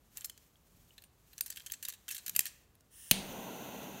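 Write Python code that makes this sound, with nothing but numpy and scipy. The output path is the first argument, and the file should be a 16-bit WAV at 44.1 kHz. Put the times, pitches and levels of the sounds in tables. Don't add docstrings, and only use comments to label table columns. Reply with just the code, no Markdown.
import sys
import numpy as np
from scipy import signal
from scipy.fft import rfft, irfft, next_fast_len
from scipy.io import wavfile
from scipy.ndimage import uniform_filter1d, map_coordinates

SR = 44100
rng = np.random.default_rng(int(sys.argv[2]) if len(sys.argv) > 2 else 0)


def unload_wav(signal):
    wavfile.write(
        sys.argv[1],
        SR,
        np.round(np.clip(np.atleast_2d(signal).T, -1, 1) * 32767).astype(np.int16),
    )


N = 176400
TOP_HZ, NOISE_TOP_HZ = 16400, 15800


def amp(db):
    return 10 ** (np.asarray(db) / 20)


def unit(x):
    return x / np.sqrt(np.mean(x ** 2) + 1e-20)


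def along(points, hz):
    knots_hz, values = np.transpose(points)
    return np.interp(np.log(hz + 1), np.log(knots_hz + 1), values)


def curves(rows):
    times_s, *columns = np.transpose(rows)
    return [np.interp(np.arange(N) / SR, times_s, column) for column in columns]


def since(start_s):
    return np.maximum(np.arange(N) / SR - start_s, 0)


def wobble(rate_hz):
    knots = rng.standard_normal(int(N * rate_hz / SR) + 4)
    return map_coordinates(knots, [np.arange(N) * rate_hz / SR])


def filtered(x, gain):
    size = next_fast_len(N + SR // 2)
    return irfft(rfft(x, size) * gain(np.fft.rfftfreq(size, 1 / SR)), size)[:N]


def noise(spectrum):
    white = rng.standard_normal(N)
    return unit(filtered(white, lambda hz: amp(along(spectrum, hz)) * (hz < NOISE_TOP_HZ)))


def add(out, start_s, x):
    part = out[int(start_s * SR):][:len(x)]
    part += x[:len(part)]


def ring(modes, size=8192):
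    t = np.arange(size) / SR
    return sum((-1) ** k * amp(db - 60 * t / t60_s) * np.sin(2 * np.pi * hz * t)
               for k, (hz, db, t60_s) in enumerate(modes))


def crack(t60_s, body, peaks, tone=((1, 0),), size=8192, smooth_bins=256):
    t, hz = np.arange(size) / SR, np.fft.rfftfreq(size, 1 / SR)
    burst = rfft(rng.standard_normal(size) * amp(-60 * t / t60_s))
    burst_power = uniform_filter1d(np.abs(burst) ** 2, size=smooth_bins)
    peak_power = sum(amp(db) ** 2 / (1 + (2 * (hz - centre_hz) / width_hz) ** 2) ** 2
                     for centre_hz, width_hz, db in peaks)
    power = amp(along(body, hz)) ** 2 + peak_power
    gain = np.sqrt(power / burst_power) * amp(along(tone, hz))
    cepstrum = irfft(np.log(gain))
    cepstrum[1:size // 2] *= 2
    cepstrum[size // 2:] = 0
    hit = irfft(burst * np.exp(rfft(cepstrum)))
    return hit / np.sqrt(np.mean(hit[:SR // 200] ** 2))


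# frequency in Hz, gain in dB.
RUMBLE_SPECTRUM = [(22, -30.5), (45, 1.5), (150, -6.5), (550, -17), (1300, -24.5), (3000, -52.5)]
def background(rumble_db=-69.5, hiss_db=-78.5):
    rumble = amp(rumble_db) * noise(RUMBLE_SPECTRUM)
    hiss = amp(hiss_db) * noise([(1000, 5), (3000, 0.5), (15000, -9.5)])
    return rumble + hiss


# time in seconds, level in dB.
RUB_LEVELS = [(0, -77.5), (.1, -74), (.165, -60), (.22, -62.5), (.31, -74), (.45, -68.5), (.51, -75),
              (.63, -76), (.67, -71.5), (.94, -70), (1.11, -79), (1.33, -67.5), (1.56, -66.5),
              (1.64, -65.5), (2.03, -72), (2.42, -55.5), (2.68, -78.5)]
# centre in seconds, half length in seconds, level in dB.
GRIP_SHIFTS = [(0.797, 0.085, -69), (2.354, 0.055, -63.5)]
# frequency in Hz, gain in dB.
RUB_SPECTRUM = [(600, -8), (1100, -4), (3000, -2.5), (4400, -3), (5000, -4.5), (6500, 0), (10400, -4.5),
                (12000, 0), (15500, -2.5)]
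BUMP_SPECTRUM = [(30, -14.5), (190, 0), (300, -22), (1000, -36)]
def glove(flutter_db=1.3):
    t = np.arange(N) / SR
    rub_db, = curves(RUB_LEVELS)
    rub = amp(rub_db + flutter_db * wobble(65)) * noise(RUB_SPECTRUM)
    grip = sum(amp(db) * np.exp(-((t - centre_s) / half_s) ** 2) for centre_s, half_s, db in GRIP_SHIFTS)
    return rub + grip * noise(BUMP_SPECTRUM)


# start in seconds, relative level in dB, main resonance in Hz,
# gain at 1.5-3.8 kHz in dB, gain from 11.5 kHz up in dB, t60 in seconds.
CONTACTS = [(0.172, -38.5, 7350.0, -5.5, -1, 0.014), (0.1784, -44.5, 12600, 8.5, 10.5, 0.046),
            (0.2089, -46, 7500, -4, -6, 0.026), (0.2183, -51.5, 3080.0, 13, 9, 0.035),
            (0.2451, -37.5, 5280, -2.5, -3, 0.032), (0.2461, -38, 7440, -9, 3, 0.04),
            (0.257, -40, 12400, -1, 15, 0.016), (0.2972, -42.5, 3100, -2, 0, 0.02),
            (0.377, -54.5, 6700, 1, -3, 0.02), (0.98, -50, 4120.0, 8, -2, 0.04),
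            (1.0214, -55.5, 4300, 5, 8, 0.023), (1.0387, -54.5, 2840.0, 4, 2, 0.022),
            (1.3316, -54.5, 4040, 9, 8.5, 0.032), (1.3803, -42.5, 6000, -5, -4, 0.015),
            (1.3873, -49.5, 6010.0, 5, 0, 0.028), (1.409, -27, 12050, -1.5, 3, 0.012),
            (1.4611, -40.5, 9580.0, -2.5, 4, 0.044), (1.5026, -36, 7740.0, -6.5, 0, 0.024),
            (1.5157, -50, 4630, -2, -8, 0.035), (1.5245, -47.5, 4630.0, 0, -5, 0.027),
            (1.5604, -47, 3320.0, -2, 1, 0.017), (1.5703, -41.5, 3260, 6, 3.5, 0.049),
            (1.604, -50, 3250, 12, -8, 0.027), (1.6624, -41, 3210.0, -7, -4.5, 0.043),
            (1.668, -48, 3210.0, 11, -1, 0.037), (1.6997, -46.5, 3180, 15, 10, 0.029),
            (1.7197, -33, 6300, -4, 3, 0.02), (1.7368, -41, 7630, 2, -7, 0.039),
            (1.8266, -39, 12330.0, -3, 0, 0.059), (1.851, -35.5, 3800, -1.5, 0, 0.031),
            (1.879, -48, 2730, 10, 5.5, 0.043), (1.885, -33.5, 12200, -2.5, 4, 0.024),
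            (1.893, -41, 7600.0, -1.5, 0, 0.035), (1.901, -43, 5800, -0.5, -2.5, 0.033),
            (1.9243, -47.5, 3770, 2, 1, 0.026), (1.9365, -48.5, 3770, -1, -3.5, 0.049),
            (2.0813, -41, 1600, -1, -5.5, 0.042), (2.0884, -39, 2650, -2, 5.5, 0.053),
            (2.106, -41.5, 2580, 7, 5, 0.035), (2.1111, -35.5, 10200, -4.5, -0.5, 0.035),
            (2.12, -41, 6580.0, -1, -3, 0.09), (2.1468, -39, 12000, 2, 3, 0.039),
            (2.1608, -46, 8270.0, -2, -1.5, 0.035), (2.166, -42, 3920.0, 0.5, 0.5, 0.022),
            (2.1802, -42.5, 8700, -2.5, -0.5, 0.026), (2.1847, -47.5, 8550.0, 1, -8.5, 0.061),
            (2.263, -37, 7000, 1, 2.5, 0.045), (2.2808, -35, 12670.0, 0.5, 5, 0.019),
            (2.2953, -33, 12900, -4, -1, 0.013), (2.3501, -42, 2730, 6, 6.5, 0.12),
            (2.4062, -32, 7670.0, -3, 5.5, 0.022), (2.4556, -35, 12780.0, 4.5, 5, 0.015),
            (2.4637, -37.5, 5640, 2.5, -2.5, 0.079), (2.7529, -63.5, 10980, 7, 10, 0.021),
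            (2.8076, -63.5, 5470.0, -3.5, -7.5, 0.015)]
# frequency in Hz, gain in dB.
CLINK_SPECTRUM = [(100, -33.5), (850, -21), (1250, -12.5), (1600, -4), (4500, -1.5), (5000, -6),
                  (6200, 2.5), (10400, -0.5), (15600, -1.5), (17000, -34.5)]
# centre in Hz, width in Hz, gain in dB.
HARDWARE_PEAKS = [(1740, 400, 0.5), (2680, 150, 2), (3120, 180, 1), (4360, 930, -0.5), (7440, 510, 2.5),
                  (12230, 1700, 2.5)]
PEAK_WIDTH_HZ, STRUCK_PEAK_DB, LINK_LOW_HZ = 305, 11, 2600
def chain_clinks(link_peak_db=7, link_top_hz=15800):
    out = np.zeros(N)
    for start_s, db, struck_hz, low_db, high_db, t60_s in CONTACTS:
        tone = [(800, 0), (1500, low_db), (3800, low_db), (5500, 0), (9000, 0), (11500, high_db)]
        links = [(hz, PEAK_WIDTH_HZ, link_peak_db) for hz in rng.uniform(LINK_LOW_HZ, link_top_hz, 3)]
        peaks = HARDWARE_PEAKS + links + [(struck_hz, PEAK_WIDTH_HZ, STRUCK_PEAK_DB)]
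        add(out, start_s, amp(db - 1) * crack(t60_s, CLINK_SPECTRUM, peaks, tone))
    return out


# frequency in Hz, t60 in seconds.
ROOM_DECAY = [(200, 0.88), (3000, 0.53), (8000, 0.38), (15000, 0.09)]
def room(x):
    hz, t, spectra = signal.stft(rng.standard_normal(SR // 2), SR, nperseg=256)
    decay = amp(-60 * t / along(ROOM_DECAY, hz)[:, None])
    _, tail = signal.istft(spectra * decay, SR, nperseg=256)
    response = np.pad(tail, (SR // 200, 0)) / np.linalg.norm(tail)
    return signal.fftconvolve(x, response)[:N]


# start in seconds, frequency in Hz, level in dB, t60 in seconds.
TAPS = [(0.557, 3240, -56, 0.012), (0.907, 2950, -53, 0.02), (1.4086, 4750, -34.5, 0.022),
        (1.887, 1170, -51.5, .046), (2.089, 2697, -47, .13), (2.155, 11100, -47, 0.061),
        (2.364, 12980, -25, .03)]
def taps():
    out = np.zeros(N)
    for start_s, hz, db, t60_s in TAPS:
        add(out, start_s, ring([(hz, db, t60_s)]))
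    return out


# frequency in Hz, gain in dB, t60 in seconds.
PULL_RING_MODES = [(4720, -14, .07), (7550, -16, .07), (9035, 0, .095), (11700, -17, .06)]
# start in seconds, level in dB.
PULL_RING_STRIKES = [(1.0387, -59), (1.4082, -37.5), (1.4613, -55), (2.262, -49), (2.363, -42)]
def pull_ring():
    out = np.zeros(N)
    for start_s, db in PULL_RING_STRIKES:
        add(out, start_s, amp(db) * ring(PULL_RING_MODES))
    return out


# start in seconds, end in seconds, top tick level in dB.
SLIDES = [(1.458, 1.629, -50.5), (1.663, 1.751, -51.5), (1.832, 1.911, -49), (2.087, 2.183, -44),
          (2.399, 2.485, -49.5)]
def chain_rattle(ticks_per_s=100, spread_db=12.5, link_top_hz=9050, t60_s=0.02):
    out = np.zeros(N)
    for start_s, end_s, db in SLIDES:
        count = int((end_s - start_s) * ticks_per_s)
        for k, (lag, weakness, pitch) in enumerate(rng.random((count, 3))):
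            link_hz = LINK_LOW_HZ * (link_top_hz / LINK_LOW_HZ) ** pitch
            peaks = HARDWARE_PEAKS + [(link_hz, PEAK_WIDTH_HZ, STRUCK_PEAK_DB)]
            tick = crack(t60_s, CLINK_SPECTRUM, peaks, size=2048, smooth_bins=64)
            add(out, start_s + (k + lag) / ticks_per_s, amp(db - spread_db * weakness) * tick)
    return out


# start in seconds, relative level in dB, rebound trim in dB, t60 in seconds.
LEVER_SNAPS = [(2.363, -23.5, -4.5, 0.011), (2.3919, -22.5, 4.5, 0.0072)]
# frequency in Hz, gain in dB.
CASE_SPECTRUM = [(100, -30.5), (900, -25), (1700, -6.5), (4000, -10.5), (7000, -1.5), (13000, 1),
                 (17000, -8.5)]
# centre in Hz, width in Hz, gain in dB.
CASE_PEAKS = [(2570, 300, 2), (3150, 250, -4), (4780, 220, 1.5), (6540, 250, 2), (7475, 300, 7.5),
              (11440, 350, 8), (12240, 300, 2), (12980, 350, 6)]
def lever(rebound_s=0.001):
    out = np.zeros(N)
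    for start_s, db, trim_db, t60_s in LEVER_SNAPS:
        for delay_s, hit_db in [(0, db - 3.5), (rebound_s, db + trim_db - 2.5)]:
            hit = crack(t60_s, CASE_SPECTRUM, CASE_PEAKS, smooth_bins=128)
            add(out, start_s + delay_s, amp(hit_db) * hit)
    return out


SPARK_S, CATCH_S = 3.1117, 3.1152
# frequency in Hz, gain in dB.
GAS_SPECTRUM = [(590, -46.5), (1000, -17), (1280, -23), (1790, -6.5), (2410, -19), (2850, -3.5),
                (3800, -14.5), (4570, -19), (5440, -7), (7700, -8.5), (9170, 1), (12800, -10.5),
                (15100, -5.5)]
def gas(open_s=2.902, rise_s=0.069, fade_s=0.17, level_db=-53):
    swell = 1 - np.exp(-since(open_s) / rise_s)
    fade = np.exp(-since(SPARK_S) / fade_s)
    return amp(level_db) * swell * fade * noise(GAS_SPECTRUM)


# centre in Hz, width in Hz, gain in dB.
IGNITER_PEAKS = [(2570, 190, 12), (2920, 470, 12), (3470, 180, 11.5), (4200, 1100, 9), (6250, 440, 9.5),
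                 (6930, 220, 10.5), (13400, 740, 6), (14500, 600, 8)]
# frequency in Hz, gain in dB.
IGNITER_SPECTRUM = [(40, -28), (750, -1.5), (1200, -14), (1700, 0.5), (5300, -5), (6600, 3), (7300, -9),
                    (7900, 4.5), (9900, 5), (11700, -3.5), (12200, 4), (15600, 5), (17000, -6)]
WASH_SPECTRUM = [(200, 2.5), (800, -3.5), (1200, -11.5), (2200, -3), (2900, 1.5), (4300, 1), (5200, -7),
                 (6300, -3), (7600, -9), (9200, 2), (11000, -7), (15000, -2), (16500, -25)]
def igniter(level_db=-15, t60_s=0.017, wet_db=-11.5):
    direct, pulse = np.zeros((2, N))
    add(direct, SPARK_S, amp(level_db) * crack(t60_s, IGNITER_SPECTRUM, IGNITER_PEAKS, smooth_bins=64))
    add(pulse, SPARK_S, np.ones(1))
    wash = filtered(room(pulse), lambda hz: amp(along(WASH_SPECTRUM, hz)))
    wash *= np.linalg.norm(direct) / np.linalg.norm(wash)
    return direct + amp(wet_db) * wash


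def gas_catch(thump_hz=195, room_mode_hz=193.8, low_cut_hz=67):
    out = np.zeros(N)
    add(out, CATCH_S, -ring([(thump_hz, -17, 0.02)]))
    add(out, CATCH_S, ring([(room_mode_hz, -38, 0.86)], size=32768))
    return signal.sosfilt(signal.butter(2, low_cut_hz, "high", fs=SR, output="sos"), out)


# time in seconds, roar level in dB, hiss level in dB.
FLAME_LEVELS = [(3.25, -49, -53), (3.358, -45.5, -50.5), (4.0, -48.5, -53)]
# frequency in Hz, gain in dB.
ROAR_SPECTRUM = [(25, -38), (50, -13), (100, -17), (135, -3.5), (184, 0), (194, 9.5), (205, -3), (250, 1.5),
                 (335, -5.5), (380, -4), (880, -5), (1100, -10.5), (1250, -29), (2000, -63)]
NOZZLE_SPECTRUM = [(710, -23), (1200, -8), (1370, 3), (1590, -1), (1770, -8.5), (1980, -1), (2300, -6),
                   (2510, 0.5), (2680, 2), (3220, -2), (3700, -3), (4410, -9), (5020, -16), (5410, -15),
                   (5970, -3), (6230, 0), (7410, -9.5), (8080, -17.5), (9510, -9), (10600, -13.5),
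                   (14000, -3.5), (15200, -7), (16000, -16)]
def flame(rise_s=0.043, roar_flutter_db=1.43, hiss_flutter_db=0.66):
    roar_db, hiss_db = curves(FLAME_LEVELS)
    roar = amp(roar_db + roar_flutter_db * wobble(35)) * noise(ROAR_SPECTRUM)
    hiss = amp(hiss_db + hiss_flutter_db * wobble(25.37)) * noise(NOZZLE_SPECTRUM)
    swell = 1 - np.exp(-since(CATCH_S) / rise_s)
    return swell * (roar + hiss)


def scene(metal_wet_db=-17.5):
    floor = background()
    burner = gas() + igniter() + gas_catch() + flame()
    hand = glove()
    metal = lever() + chain_clinks() + taps() + pull_ring() + chain_rattle()
    return (floor + hand + metal + amp(metal_wet_db) * room(metal) + burner)[None]


def record(dry):
    return filtered(dry[0], lambda hz: 1 / (1 + (hz / TOP_HZ) ** 120))[None]


dry = scene()
out = record(dry)
unload_wav(out)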